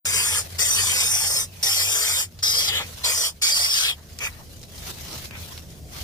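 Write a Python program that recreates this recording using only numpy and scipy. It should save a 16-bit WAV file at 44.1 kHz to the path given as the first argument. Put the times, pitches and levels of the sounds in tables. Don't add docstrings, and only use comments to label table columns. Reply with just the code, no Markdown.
import sys
import numpy as np
from scipy import signal
from scipy.fft import rfft, irfft, next_fast_len
from scipy.io import wavfile
from scipy.ndimage import uniform_filter1d, map_coordinates

SR = 44100
rng = np.random.default_rng(int(sys.argv[2]) if len(sys.argv) > 2 else 0)


def master_out(mix):
    frames = np.transpose(np.atleast_2d(mix))
    ceiling = np.clip(frames, -1, 1)
    pcm = np.round(ceiling * 32767).astype(np.int16)
    wavfile.write(sys.argv[1], SR, pcm)


N = 266319
TIME = np.arange(N) / SR


def amp(db):
    return 10 ** (np.asarray(db) / 20)


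def unit(x):
    return x / np.sqrt(np.mean(x ** 2) + 1e-20)


def along(points, hz):
    f, v = np.transpose(points)
    return np.interp(np.log(hz + 1), np.log(f + 1), v)


def curves(rows, t=TIME):
    s, *cols = np.transpose(rows)
    return [np.interp(t, s, c) for c in cols]


def wobble(rate):
    return map_coordinates(rng.standard_normal(int(N * rate / SR) + 4), [TIME * rate], order=2)


def filtered(x, response):
    m = next_fast_len(N + SR // 4)
    return irfft(rfft(x, m) * response(np.fft.rfftfreq(m, 1 / SR)), m)[..., :N]


def coloured(x, spectrum):
    return unit(filtered(x, lambda hz: amp(along(spectrum, hz))))


def resonance(hz, centre, width):
    return 1 / np.sqrt(1 + (2 * (hz - centre) / width) ** 2)


def lumps(shape, frames):
    field = uniform_filter1d(rng.standard_normal(shape), size=3, axis=-2)
    return unit(uniform_filter1d(field, size=frames, axis=-1))


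def patchy(x, depth_db, frames):
    z = signal.stft(x, nperseg=512)[2]
    return signal.istft(z * amp(depth_db * lumps(z.shape, frames)), nperseg=512)[1][..., :N]


def strokes(rows):
    return sum(amp(db) * np.exp(-(2 * (TIME - s) / length) ** 2) for s, length, db in rows)


def airflow():
    return rng.standard_normal((3, N))


def spread(rays, alike):
    return np.sqrt(alike) * rays[0] + np.sqrt(1 - alike) * rays[1:]


# t/s, f/Hz
ENGINE_FIRING = [(2.75, 90.9), (2.95, 80), (4.4, 78.6), (6.04, 75.2)]
# t/s, drone level/dB, rumble level/dB
HEARD_LOW_LEVELS = [(0.4, -41.5, -45), (1.4, -46.5, -46), (1.8, -45, -51.5), (2.45, -48.5, -47.5),
                    (2.85, -44.5, -42.5), (3.15, -50.5, -49.5), (3.75, -53.5, -52), (4.2, -52, -44.5),
                    (6.04, -48, -41.5)]
# f/Hz, level/dB
RUMBLE_SPECTRUM = [(20, -10), (45, 0), (80, 3), (160, -0.5), (280, -12.5), (420, -13.5), (700, -17),
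                   (1500, -58), (5000, -27.5), (15000, -36)]


def engine(waver, second_db, throb_db):
    firing_hz, = curves(ENGINE_FIRING)
    drone_db, rumble_db = curves(HEARD_LOW_LEVELS)
    phase = 2 * np.pi * np.cumsum(firing_hz * (1 + waver * wobble(25))) / SR
    orders = unit(np.sin(phase) + amp(second_db) * np.sin(2 * phase))
    drone = amp(drone_db + throb_db * wobble(18)) * orders
    air = rng.standard_normal(N) + 0.5 * rng.standard_normal((2, N))
    return drone + amp(rumble_db) * coloured(air, RUMBLE_SPECTRUM)


# t/s, level/dB
LITTER_STIR = [(2.3, -53.5), (4.0, -57), (4.6, -48), (5.8, -49.5)]
# middle t/s, length/s, level/dB
LITTER_SHUFFLES = [(0.5, 0.4, -41), (1.6, 0.33, -45), (2.94, 0.64, -39), (4.25, 0.72, -48),
                   (4.785, 0.12, -41), (4.89, 0.11, -36.5), (5.02, 0.18, -40.5), (5.14, 0.14, -37),
                   (5.255, 0.075, -39), (5.41, 0.11, -40), (5.54, 0.19, -41), (5.99, 0.15, -37)]
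# f/Hz, level/dB
LITTER_SPECTRUM = [(150, -32), (330, -3.5), (600, -3), (1300, -6), (2200, -4.5), (4000, -2.5), (6400, -4),
                   (8000, -8.5), (15000, -7.5)]


def litter(crackle, uneven_db, snaps_per_s, snap_db):
    stir_db, = curves(LITTER_STIR)
    motion = np.hypot(amp(stir_db), strokes(LITTER_SHUFFLES)) * amp(uneven_db * wobble(23.91))
    snapping = rng.random((2, N)) < snaps_per_s / SR
    snaps = amp(snap_db) * snapping * rng.standard_normal((2, N))
    friction = rng.standard_normal((2, N)) + 0.16 * rng.standard_normal(N)
    leaves = snaps + patchy(friction, depth_db=4.0, frames=8)
    return motion * coloured(crackle * leaves, LITTER_SPECTRUM)


# t/s, level/dB
BEAK_SPITS = [(.053, -25), (.589, -24), (1.6285, -22), (2.43, -24), (3.044, -24), (3.421, -24)]
# f/Hz, level/dB
SPIT_SPECTRUM = [(300, -20), (1200, -7), (3500, -4), (5500, 0), (9500, -2), (15000, -4)]


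def spits(decay_s):
    burst = sum(amp(db) * np.exp(-np.abs(TIME - s) / decay_s) * (TIME >= s) for s, db in BEAK_SPITS)
    return burst * coloured(airflow(), SPIT_SPECTRUM)


# start t/s, end t/s, attack/s, release/s, throat level/dB,
# then sizzle/dB, ring/dB and rush/dB re the throat, and muffling (weighted by frequency in throat)
CALLS = [(0.053, 0.454, 0.0014, 0.076, -23.5, -3.5, -4.5, -15, 0.5),
         (0.581, 1.476, 0.011, 0.07, -22.5, -3.5, -4, -16.5, -3.5),
         (1.6275, 2.275, 0.00088, 0.066, -22.5, -2, -7.5, -17.5, -4.5),
         (2.424, 2.882, 0.0067, 0.13, -21.5, -5.5, -14, -19.5, 6),
         (3.033, 3.326, 0.012, 0.061, -22.5, -3.5, -8, -17, -3),
         (3.414, 3.955, 0.013, 0.063, -20, -6.5, -6, -23.5, 1.5),
         (4.193, 4.305, 0.035, 0.039, -26, -2, -2, -25, -16)]
# t/s, level change/dB
BREATH_HEAVES = [(0.084, -2), (0.124, -2), (.165, 3), (.62, 1.5), (.68, 0.5), (.94, -1.5), (1.16, 0.5),
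                 (1.27, 1), (1.33, 0), (1.86, -2), (1.96, 1), (2.11, -0.5), (2.52, 0.5), (2.599, 1.5),
                 (2.72, -3.5), (3.07, 1.5), (3.14, -1), (3.22, 0.5), (3.53, -2), (3.69, -4), (3.79, 0.5)]
# f/Hz, level/dB
SIZZLE_SPECTRUM = [(5000, -44), (7300, 5), (8000, 0), (11500, 0), (12500, 1.3), (13700, -0.5), (16000, -1)]
# f/Hz, level/dB
RING_SPECTRUM = [(6000, -67), (7900, -5.5), (8500, 0), (9250, 1), (10250, -3), (10600, -35), (13000, -50)]
# f/Hz, level/dB
RUSH_SPECTRUM = [(230, -51), (330, -10.5), (440, .5), (750, -1.5), (1200, -.5), (1900, -6), (4000, -46)]


def hisses(rasp_db, flutter_db, gurgle_db, sag_db, release_db):
    start, end, attack, release, level_db, sizzle_db, ring_db, rush_db, _ = call_at(TIME)
    age = np.maximum(TIME - start, 0)
    collapse = np.maximum(1 + (TIME - end) / release, 0) ** 2
    fade_db = sag_db * age / (end - start) + release_db * collapse
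    heave_db = sum(db * np.exp(-((TIME - s) / 0.021) ** 2) for s, db in BREATH_HEAVES)
    push = np.minimum(age / attack, 1) * amp(level_db - fade_db + heave_db + 0.1 * wobble(20))
    puffs = sputter(per_s=38, size_db=-5.5, decay_s=0.00089)
    puffs *= amp(rasp_db * wobble(1500) + flutter_db * wobble(82))

    body = throat(puffs * airflow(), overtone=2.83, overtone_db=-10.5, tongue_db=3.5)
    sizzle = coloured(patchy(puffs * airflow(), depth_db=2.5, frames=8), SIZZLE_SPECTRUM)
    ring = coloured(puffs * airflow(), RING_SPECTRUM)
    rush = coloured(patchy(puffs * airflow(), depth_db=gurgle_db, frames=7), RUSH_SPECTRUM)

    body *= amp(1.5 * np.exp(-age / 0.057))
    lag_db = 2.5 * np.exp(-age / 0.04)
    shut_octaves = closure(curves(THROAT_RESONANCE)[0])
    sizzle *= amp(sizzle_db - 5.5 * shut_octaves - lag_db)
    ring *= amp(ring_db - 18 * shut_octaves - lag_db)
    rush *= amp(rush_db + 9 * shut_octaves)
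    return push * (body + sizzle + ring + rush)


def call_at(t):
    rows = np.array(CALLS)
    changeover = (rows[1:, 0] + rows[:-1, 1]) / 2
    return rows[np.searchsorted(changeover, t)].T


def sputter(per_s, size_db, decay_s):
    spurts = (rng.random(N) < per_s / SR) * amp(size_db)
    return 1 + signal.lfilter([1], [1, -np.exp(-1 / (decay_s * SR))], spurts)


def closure(centre_hz, open_hz=5160):
    return np.maximum(np.log2(open_hz / centre_hz), 0)


# t/s, f/Hz, height/dB, width/Hz
THROAT_RESONANCE = [(0.05, 6300, -3.5, 2600), (1.4, 6200, 5, 2500), (1.65, 5450, 5, 2800),
                    (2.25, 5726, 0, 2800), (2.43, 5250, 16.5, 2000), (2.68, 4900, 19, 1950),
                    (2.705, 3100, 11, 2000), (2.77, 3440, 13, 1880), (2.82, 2020, -7, 1000),
                    (3.04, 4200, 14, 2200), (3.07, 4750, 5, 2400), (3.1, 5100, 6, 2200),
                    (3.3, 5360, 4.5, 2200), (3.43, 4940, 9.5, 2012), (3.82, 4720, 13, 1900),
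                    (3.87, 3640, 22, 2580), (3.93, 3240, 29, 1890), (4.18, 2180, 19, 850),
                    (4.3, 2230, 19, 800)]
# f/Hz, level/dB
BREATH_SPECTRUM = [(500, -39), (1200, -11), (1900, -4), (2600, -1.5), (3250, -2.5), (4100, -6), (4800, 0),
                   (6200, -1.5), (7500, -2), (8100, -21), (10000, -35), (16000, -43)]


def throat(air, overtone, overtone_db, tongue_db):
    hz, t, z = signal.stft(air, SR, nperseg=256)
    hz = hz[:, None]
    centre, height_db, width = curves(THROAT_RESONANCE, t)
    muffling = call_at(t)[-1] + 21 * closure(centre)
    muffle_db = muffling * along([(3500, 0.35), (5000, 0.66)], hz)
    first, second = (resonance(hz, mode, width) ** 2 for mode in (centre, overtone * centre))
    tongue = lumps(z.shape[1:], frames=16)
    colour_db = along(BREATH_SPECTRUM, hz) - muffle_db + tongue_db * tongue
    gain = amp(colour_db) * np.hypot(1, amp(height_db) * (first + amp(overtone_db) * second))
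    gain /= np.sqrt(np.mean(gain ** 2, axis=0))
    return unit(signal.istft(z * gain, SR, nperseg=256)[1][:, :N])


# t/s, f/Hz, level/dB
LOW_THUMPS = [(2.384, 93, -31), (4.115, 80, -31), (4.284, 88, -34), (4.769, 76, -28.5), (5.069, 149, -38),
              (5.24, 81, -34), (5.374, 88, -29), (5.41, 85.6, -26.5), (6.006, 75, -26)]


def thumps(rise_s, t60):
    out = np.zeros(N)
    for s, hz, db in LOW_THUMPS:
        age = np.maximum(TIME - s, 0)
        envelope = amp(db - 60 * age / t60) * (1 - np.exp(-age / rise_s))
        out += envelope * np.sin(2 * np.pi * hz * age)
    return out


# t/s, level/dB, f/Hz, t60/s
SHARP_TICKS = [(2.389, -39.5, 4500, 0.13), (4.188, -27, 5450, .035), (4.594, -45, 7190, .02),
               (4.615, -40, 6000, 0.03), (4.63, -38, 4980, .025), (4.636, -37, 5110, .02),
               (4.78, -35.5, 5250, .03), (5.083, -34, 4550, .035), (5.114, -37, 4480, 0.023),
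               (5.129, -32, 4500, .025), (5.255, -34, 4400, 0.033), (5.3095, -31, 2190, 0.018),
               (5.353, -37, 2150, .025), (5.577, -34, 3840, 0.045), (5.703, -46, 5800, 0.11),
               (5.964, -37, 3370, 0.055)]


def ticks(width_hz):
    out, noise = np.zeros((3, N)), rng.standard_normal((3, N))
    for s, db, centre, t60 in SHARP_TICKS:
        crack = unit(filtered(noise, lambda hz: resonance(hz, centre, width_hz)))
        out += amp(db - 60 * np.abs(TIME - s) / t60) * (TIME >= s) * crack
    return out


# middle t/s, length/s, f/Hz, level/dB
THROAT_MURMURS = [(2.806, 0.032, 1050, -32), (3.07, 0.044, 900, -37.5), (3.993, 0.035, 860, -51),
                  (4.344, 0.14, 1670, -53), (4.408, 0.037, 850, -49), (5.35, 0.083, 2120, -40)]


def murmurs(width_share):
    out, air = np.zeros((3, N)), airflow()
    for s, length, centre, db in THROAT_MURMURS:
        breath = unit(filtered(air, lambda hz: resonance(hz, centre, width_share * centre) ** 3))
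        out += strokes([(s, length, db)]) * breath
    return out


# middle t/s, length/s, level/dB
QUILL_SCRAPES = [(4.89, 0.094, -42.5), (5.14, 0.16, -41), (5.257, 0.034, -45), (5.99, 0.058, -47)]
# f/Hz, level/dB
STRAW_SPECTRUM = [(1500, -28), (3000, -4), (4200, 2), (6200, -4), (7500, -10), (15000, -17)]


def scrapes(crackle):
    return strokes(QUILL_SCRAPES) * coloured(crackle * rng.standard_normal((2, N)), STRAW_SPECTRUM)


# middle t/s, length/s, level/dB
FLOOR_SHOVES = [(4.88, 0.059, -52), (5.135, 0.11, -44)]
# f/Hz, level/dB
WEAVE_SPECTRUM = [(120, -28), (300, 8), (650, -8), (1300, -1), (2200, -25), (6000, -31)]


def shoves(crackle):
    flexing = patchy(crackle * rng.standard_normal(N), depth_db=1.5, frames=7)
    return strokes(FLOOR_SHOVES) * coloured(flexing, WEAVE_SPECTRUM)


# f/Hz, left lead/rad, diffuse level/dB re direct
HISS_IMAGE = [(100, .05, -6), (600, 0.19, -5), (1200, 0.7, -2), (1630, 1.93, -1.5), (2000, 2.1, 3),
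              (2310, 2.4, -4.5), (2544, 2.69, -5.5), (2670, 3.06, -18), (2880, 3.45, -13.5), (3095, 3.2, 5),
              (3560, 3, 12), (3790, 3.2, 7), (4000, 3.17, -24), (4220, 3.1, -19), (4390, 4.6, 4),
              (4680, 5.03, -3.5), (5050, 6.4, -5), (5650, 7.3, -3), (5980, 8.3, -2), (6450, 9.5, -6),
              (7080, 8.5, 3), (7400, 13.7, 7), (8160, 12.6, 1), (8600, 13.8, -5), (9240, 14.1, 3),
              (10400, 15.5, 7), (11100, 16.1, 4.5), (12450, 18.9, -17), (13300, 20.8, -13),
              (13900, 21.6, 0), (14700, 25.7, 7)]
# f/Hz, left minus right level/dB
HISS_BALANCE = [(100, 1), (600, 2), (1300, 0), (1800, 2.5), (2750, 0), (3300, 4.5), (4000, -1.5),
                (4400, -1), (4850, 1), (5350, -1.5), (6200, 3.5), (7300, 6), (8000, 3.5), (8850, 2.5),
                (9200, -7.5), (10200, 1), (10800, -0.5), (15000, .5)]


def stereo_image(rays):
    image = np.array(HISS_IMAGE)
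    lead, diffuse_db = image[:, [0, 1]], image[:, [0, 2]]
    sides = np.array([[.5], [-.5]])
    diffuse = lambda hz: amp(along(diffuse_db, hz))
    balance = lambda hz: amp(along(HISS_BALANCE, hz) * sides)
    direct = filtered(rays[0], lambda hz: np.exp(1j * along(lead, hz) * sides))
    echoes = filtered(walls(spread(rays, alike=.84), t60=0.047, pose_s=.13), diffuse)
    return filtered(direct + echoes, lambda hz: balance(hz) / np.hypot(1, diffuse(hz)))


def walls(pair, t60, pose_s):
    t = TIME[:SR // 20]
    echoes = np.zeros((2, N + len(t)))
    for s in np.arange(0, TIME[-1], pose_s):
        straw = rng.standard_normal((2, len(t))) * amp(-60 * t / t60)
        straw /= np.linalg.norm(straw, axis=1, keepdims=True)
        near = np.flatnonzero(np.abs(TIME - s) < pose_s)
        pose = np.sqrt(1 - np.abs(TIME[near] - s) / pose_s)
        answer = signal.fftconvolve(pose * pair[:, near], straw, axes=1)
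        echoes[:, near[0]:near[0] + answer.shape[1]] += answer
    return echoes[:, :N]


# t/s, extra left lead/ms
HEAD_SWING = [(0.3, -0.015), (0.8, -0.011), (2.1, -0.0059), (2.6, 0.019), (3.15, -0.032), (3.6, 0.019),
              (4.2, -0.01)]


def swing(pair):
    hz, t, z = signal.stft(pair, SR, nperseg=512)
    lead_ms, = curves(HEAD_SWING, t)
    turn = np.exp(1j * np.pi * hz[:, None] * lead_ms / 1000)
    return signal.istft(z * np.array([turn, turn.conj()]), SR, nperseg=512)[1][:, :N]


def foliage(pair, t60, wet_db):
    t = TIME[:SR // 8]
    tail = rng.standard_normal((2, len(t))) * amp(-60 * t / t60) * (t > .006)
    tail /= np.linalg.norm(tail, axis=1, keepdims=True)
    return pair + amp(wet_db) * signal.oaconvolve(pair, tail, axes=1)[:, :N]


def scene(start_s=0.048):
    drone = engine(waver=0.045, second_db=-32, throb_db=3.0)
    crackle = amp(1.6 * wobble(76))
    leaves = litter(crackle, uneven_db=1.33, snaps_per_s=130, snap_db=17.5)
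    calls = hisses(rasp_db=0.5, flutter_db=0.58, gurgle_db=3.0, sag_db=1.5, release_db=34.5)
    calls += murmurs(width_share=0.97)
    snaps = spread(spits(decay_s=.009) + ticks(width_hz=2100), alike=.3)
    bird = foliage(swing(stereo_image(calls)) + snaps, t60=0.023, wet_db=-24)
    shuffling = leaves + scrapes(crackle) + shoves(crackle)
    return (TIME > start_s) * (drone + shuffling + bird + thumps(rise_s=0.0063, t60=0.2))


def record(dry):
    return filtered(dry, lambda hz: hz < 15200)


dry = scene()
out = record(dry)
master_out(out)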